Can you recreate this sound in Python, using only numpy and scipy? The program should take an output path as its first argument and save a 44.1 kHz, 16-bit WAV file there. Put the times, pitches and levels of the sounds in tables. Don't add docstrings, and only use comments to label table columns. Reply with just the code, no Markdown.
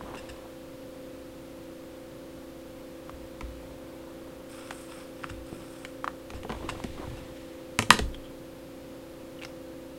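import sys
import numpy as np
from scipy import signal
from scipy.fft import rfft, irfft, next_fast_len
from scipy.io import wavfile
from scipy.ndimage import map_coordinates

SR = 44100
rng = np.random.default_rng(int(sys.argv[2]) if len(sys.argv) > 2 else 0)


def output_pcm(signal):
    pcm = np.clip(np.atleast_2d(signal).T, -1, 1) * 32767
    wavfile.write(sys.argv[1], SR, np.round(pcm).astype(np.int16))


N = 440118
TOP_HZ = 15850

# (time [s], level [dB], brightness [dB per octave], knock on the mat [dB])
LIGHT_HITS = [(0.034, -34, -13, -39), (0.147, -31.5, -3, -42), (0.155, -37, 2, -50),
              (3.409, -26, -3.5, -38), (6.3033, -29, 0.5, -43), (6.335, -37, -2, -38),
              (6.433, -32.5, 2, -54), (6.448, -32, -7, -33), (6.494, -28, -2.5, -34),
              (6.502, -27, -4, -29.5), (6.521, -27, -2.5, -42), (6.691, -20.5, -2.5, -43),
              (6.697, -23.5, -1.5, -48), (6.8395, -27, 2.5, -36), (7.8238, -19, 1.5, -32.5),
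              (7.917, -21, 1.5, -33), (7.9274, -17, 3.5, -31), (7.94, -20, 1, -30),
              (7.990, -15.5, 1.5, -24)]
HARD_HITS = [(7.7893, -6, 2.5, -24), (7.9046, 6, -1, -28)]


def amp(db):
    return 10 ** (np.asarray(db) / 20)


def unit(x):
    return x / np.sqrt(np.mean(x ** 2) + 1e-20)


def along(points, hz):
    freqs, values = np.transpose(points)
    return np.interp(np.log(hz + 1), np.log(freqs), values)


def fade(t, t60):
    return np.exp(-np.log(1000) * t / max(t60, 1e-4))


def wobble(rate):
    values = rng.standard_normal(int(N * rate / SR) + 4)
    return map_coordinates(values, [np.arange(N) * rate / SR])


def filtered(x, response):
    size = next_fast_len(len(x) + 8192)
    return irfft(rfft(x, size) * response(np.fft.rfftfreq(size, 1 / SR)), size)[:len(x)]


def causal(db):
    cepstrum = irfft(np.log(amp(db)))
    half = len(cepstrum) // 2
    cepstrum[1:half] *= 2
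    cepstrum[half + 1:] = 0
    return np.exp(rfft(cepstrum))


def add(track, start_s, sound):
    start = max(round(start_s * SR), 0)
    track[start:start + len(sound)] += sound[:len(track) - start]


def gestures(rows, attack_s, release_t60):
    curves, t = np.zeros((len(rows[0]) - 2, N)), np.arange(2 * SR) / SR
    for start, length, *db in rows:
        shape = np.clip(t / attack_s, 0, 1) * fade(np.maximum(t - length, 0), release_t60)
        span = curves[:, max(round(start * SR), 0):][:, :len(t)]
        span[:] = np.maximum(span, np.outer(amp(db), shape))
    return curves


def friction(colour, catch_rate, catch_db):
    force = rng.standard_normal(N) * amp(catch_db * wobble(catch_rate))
    return unit(filtered(force, lambda hz: amp(along(colour, hz))))


def fan(mains_hz=60, blade_hz=272.35, air_db=-50, waver_db=1.0, drift_radians=0.027):
    mains_levels = [-61.5, -69, -65, -62.5, -82, -66, -71, -65, -55, -70]
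    blade_levels = [-51.5, -50.5, -64.5, -64.5, -51, -63.5]
    # (frequency [Hz], level [dB])
    air_colour = [(20, 0.5), (45, -5), (90, -1), (140, 3.5), (200, -2), (300, 0.5), (500, -2.5),
                  (700, -6.5), (1100, -8.5), (2000, -14), (3600, -16.5), (6000, -22.5), (11000, -24),
                  (15500, -25.5)]
    tones = [(mains_hz * (k + 1), db) for k, db in enumerate(mains_levels)]
    tones += [(blade_hz + mains_hz * k, db) for k, db in enumerate(blade_levels)]
    hum, t = np.zeros(N), np.arange(N) / SR
    for hz, db in tones:
        gain = amp(db + waver_db * wobble(3.7))
        hum += gain * np.sin(2 * np.pi * (hz * t + rng.random()) + drift_radians * wobble(1.64))
    air = unit(filtered(rng.standard_normal(N), lambda hz: amp(along(air_colour, hz))))
    return np.sqrt(2) * hum + amp(air_db) * air


def arms():
    # (start [s], length [s], swish [dB], weight on the table [dB])
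    moves = [(0, 0.29, -59.5, -51.5), (2.68, 0.15, -80, -56), (3.1, 0.15, -71, -51), (3.42, 0.26, -66, -54),
             (5.24, 0.14, -70, -51), (6.31, 0.055, -63, -44), (6.47, 0.72, -55.5, -44.5),
             (7.33, 0.11, -58, -68)]
    # (frequency [Hz], level [dB])
    sleeve_colour = [(300, -40), (1000, -26), (1800, 8.5), (3600, 6.5), (5000, -2.5), (8000, -4),
                     (11000, -11), (15500, -35)]
    # (frequency [Hz], level [dB])
    table_colour = [(18, -3), (27, 6.5), (40, -7), (60, 5.5), (90, -0.5), (140, -10.5), (300, -27),
                    (1000, -90)]
    swish, _ = gestures(moves, attack_s=0.028, release_t60=1.7)
    _, weight = gestures(moves, attack_s=0.028, release_t60=0.55)
    sleeves = swish * friction(sleeve_colour, catch_rate=100, catch_db=1.0)
    return sleeves + weight * friction(table_colour, catch_rate=17, catch_db=-1)


def thumps(rise_cycles=0.11, ring_cycles=21.7, puff_db=-8, puff_t60=0.69, knock_lag_s=0.0014):
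    # (time [s], level [dB], pitch [Hz])
    blows = [(0.010, -31, 1000), (3.125, -40, 61.6), (3.429, -30.5, 58.6), (4.708, -33.5, 790),
             (5.246, -42, 148), (5.306, -37, 101), (5.335, -44, 59), (6.644, -31.5, 328), (6.846, -28, 256),
             (6.86, -41, 59.4), (6.994, -31.5, 320), (7.072, -37, 113), (7.115, -36, 122),
             (7.790, -24.5, 109.5), (7.896, -24, 229), (7.929, -27, 350), (8.004, -21.5, 58.3),
             (8.02, -33, 25)]
    # (pitch [Hz], level added to the knock [dB])
    mat_tones = [(225, -2.5), (430, 0.5), (720, -2)]
    track, t = np.zeros(N), np.arange(SR // 2) / SR
    knocks = [(start + knock_lag_s, knock_db + db, hz)
              for start, _, _, knock_db in HARD_HITS + LIGHT_HITS for hz, db in mat_tones]
    for start, db, hz in blows + knocks:
        shape = fade(t, ring_cycles / hz) * (1 - np.exp(-t * hz / rise_cycles))
        noise = rng.standard_normal(len(t))
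        near_pitch = unit(filtered(noise, lambda f: 1 / (1 + (1.4 * np.log((f + 1) / hz)) ** 4)))
        puff = amp(puff_db) * near_pitch * fade(t, puff_t60)
        add(track, start, amp(db) * shape / shape.max() * (np.sin(2 * np.pi * hz * t) + puff))
    return track


def ruler_clacks(echo_gain=0.073, ring_db=-37, size=8192):
    # (frequency [Hz], level [dB])
    clack_colour = [(150, -9), (400, -10.5), (700, -13), (980, 3), (1080, 1), (1400, 2.5), (1650, -3.5),
                    (1850, -1), (2600, 1), (3500, -3.5), (5200, -12), (9000, -14), (12000, -21.5),
                    (15500, -53)]
    # (pitch [Hz], level [dB], time to fade 60 dB [s])
    ring_tones = [(884, 2, 0.054), (1020, -4, .07), (1100, -13, 0.049), (1250, 17, .05), (1340, 13, .05),
                  (1600, -1, .05), (1798, 8, 0.055), (1914, 14.5, 0.044), (2300, 14, 0.021),
                  (2300, 0, .045), (2870, -17, .04), (3340, -10, .04), (3530, -1, 0.062), (3830, -10, .045)]
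    track, t = np.zeros(N), np.arange(size) / SR
    hz = np.fft.rfftfreq(size, 1 / SR)
    octaves = np.log2(np.maximum(hz, 200) / 2500)
    for hits, travel_s, buzz_db, buzz_t60 in [(HARD_HITS, 0.0028, -19, 0.014),
                                              (LIGHT_HITS, 0.001184, -15.5, 0.021)]:
        lag = 4 * np.pi * travel_s * np.sqrt(1000 * hz)
        first_arrival = 2 * np.pi * hz * travel_s * np.sqrt(1000 / TOP_HZ)
        wave = np.exp(1j * (first_arrival - lag)) * (1 + echo_gain * np.exp(-1j * lag))
        for start, db, brightness, _ in hits:
            colour = causal(along(clack_colour, hz) + brightness * octaves)
            buzz = amp(buzz_db) * rng.standard_normal(size) * fade(t, buzz_t60)
            crack = irfft(colour * wave * (1 + rfft(buzz)))
            crack *= 4 / np.linalg.norm(crack)
            ring = np.zeros(size)
            for pitch, level, t60 in ring_tones:
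                gain = amp(level + rng.normal(0, 1)) * rng.choice([-1, 1])
                ring += gain * np.sin(2 * np.pi * pitch * t) * fade(t, t60)
            add(track, start, amp(db) * (crack + amp(ring_db) * ring))
    return track


def ruler_drags():
    # (start [s], length [s], level [dB])
    pushes = [(0.045, 0.115, -42.5), (0.2, 0.26, -52.5), (3.5, 0.92, -58.5), (6.32, 0.045, -51),
              (6.49, 0.047, -38.5), (6.59, 0.17, -46), (6.96, 0.088, -44.5), (7.1, 0.17, -52.5)]
    # (frequency [Hz], level [dB])
    rub_colour = [(25, -30), (80, -23), (200, -0.5), (400, 4.5), (720, -0.5), (1020, 1.5), (1450, -6.5),
                  (2500, -22), (5000, -40), (12000, -70)]
    loudness, = gestures(pushes, attack_s=0.015, release_t60=0.21)
    return loudness * friction(rub_colour, catch_rate=160, catch_db=3.5)


def ruler_scrapes():
    # (start [s], length [s], level [dB])
    scrapes = [(0.166, 0.028, -45.5), (0.286, 0.012, -43), (4.908, 0.013, -55), (5.291, 0.011, -45),
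               (6.34, 0.035, -51), (6.685, 0.017, -39), (7.165, 0.018, -54)]
    # (frequency [Hz], level [dB])
    edge_colour = [(700, -30), (1300, -7), (1730, 6.5), (2150, -19), (2750, 8), (3250, -12), (3700, -1),
                   (4400, -16), (5200, -2), (6200, -19), (7500, -7.5), (10000, -16), (15000, -35)]
    loudness, = gestures(scrapes, attack_s=0.0084, release_t60=0.054)
    return loudness * friction(edge_colour, catch_rate=300, catch_db=3.0)


def taps(rise_s=0.00048, swing_t60=0.0074, snap_t60=0.025, size=4096):
    # (time [s], level [dB], pitch [Hz], relative snap [dB])
    touches = [(3.0948, -31, 1130, -4), (4.708, -25, 1350, 5), (5.236, -33.5, 1380, 2),
               (5.2420, -22, 1320, -9), (5.2416, -30.5, 2570, -7), (5.299, -33.5, 1300, 0),
               (5.528, -23, 258, -26), (5.8495, -31, 2320, 8.5), (6.0434, -18, 1170, -8.5),
               (6.0773, -16.5, 1160, -8.5), (6.690, -24.5, 1054, -22), (6.801, -32, 900, -7),
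               (8.145, -36.5, 3260, 4), (9.416, -37, 2760, 3), (9.422, -33, 2470, 0), (9.426, -39, 2560, 4),
               (9.434, -32.5, 2320, 7.5), (9.449, -34, 5300, 10.5)]
    # (frequency [Hz], level [dB])
    snap_colour = [(500, 4), (1500, 7.5), (3000, 6), (6000, -5.5), (10000, -10), (15000, -27)]
    track, t = np.zeros(N), np.arange(size) / SR
    colour = causal(along(snap_colour, np.fft.rfftfreq(size, 1 / SR)))
    for start, db, hz, snap_db in touches:
        swing = np.sin(2 * np.pi * hz * t) * fade(t, swing_t60) * (1 - np.exp(-(t / rise_s) ** 2))
        snap = irfft(colour * rfft(rng.standard_normal(size) * fade(t, snap_t60)))
        snap *= 3.05 / np.linalg.norm(snap)
        add(track, start, amp(db) * (swing / swing.max() + amp(snap_db) * snap))
    return track


def marker():
    # (start [s], length [s], hiss [dB], rasp [dB])
    strokes = [(4.48, 0.25, -58.5, -52), (4.69, 0.14, -55, -55), (4.87, 0.13, -58, -51.5),
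               (5.15, 0.16, -67, -56), (5.44, 0.4, -61, -57.5)]
    # (frequency [Hz], level [dB])
    felt_colour = [(800, -60), (3000, -22), (5200, -9), (6800, -11), (8500, 0), (10000, -6), (12000, -13),
                   (15500, -24)]
    # (frequency [Hz], level [dB])
    barrel_colour = [(150, -50), (600, -14), (900, 0.5), (1350, 5), (1950, -7), (2400, -0.5), (2900, -5),
                     (3500, -3.5), (4400, -17), (5300, -5.5), (7000, -36), (14000, -50)]
    hiss, rasp = gestures(strokes, attack_s=0.033, release_t60=0.47)
    tip = hiss * friction(felt_colour, catch_rate=130, catch_db=2.0)
    return tip + rasp * friction(barrel_colour, catch_rate=280, catch_db=3.0)


def squeaks(width_hz=220):
    # (time [s], level [dB], pitch [Hz], length [s])
    chirps = [(8.126, -52, 3200, 0.045), (8.217, -55.5, 3150, 0.075), (9.386, -47, 3060, 0.011)]
    track = np.zeros(N)
    for start, db, hz, length in chirps:
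        slips = rng.standard_normal(SR // 4)[:round(length * SR)]
        tone = unit(filtered(slips, lambda f: 1 / (1 + ((f - hz) / width_hz) ** 2)))
        add(track, start, amp(db) * tone * np.hanning(len(tone)))
    return track


def room(x, delay_s=0.004):
    # (frequency [Hz], time to fade 60 dB [s])
    fade_times = [(100, 1), (1000, 0.24), (4000, 0.25), (9000, 0.26), (15000, 0.14)]
    # (frequency [Hz], level [dB])
    wall_colour = [(100, 0.5), (500, 3.5), (1000, -2.5), (2000, -4), (4000, -0.5), (6000, 1), (10000, 1.5),
                   (12500, 0), (15000, -9)]
    hz, t, noise = signal.stft(rng.standard_normal(SR // 2), SR, nperseg=256)
    decay = amp(-60 * t / along(fade_times, hz)[:, None])
    _, tail = signal.istft(noise * decay, SR, nperseg=256)
    tail = filtered(tail / np.linalg.norm(tail), lambda f: amp(along(wall_colour, f)))
    return signal.fftconvolve(x, np.pad(tail, (round(delay_s * SR), 0)))[:N]


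def scene():
    clacks, tapping = ruler_clacks(), taps()
    rubbing = marker() + ruler_drags() + ruler_scrapes() + arms() + squeaks()
    echoes = room(amp(-9.5) * clacks + amp(-12) * (tapping + rubbing))
    mono = clacks + tapping + thumps() + rubbing + echoes + fan()
    return np.array([mono, mono])


def record(dry):
    clipped = np.clip(dry, -1, 1)
    return np.array([filtered(channel, lambda hz: hz < TOP_HZ) for channel in clipped])


dry = scene()
out = record(dry)
output_pcm(out)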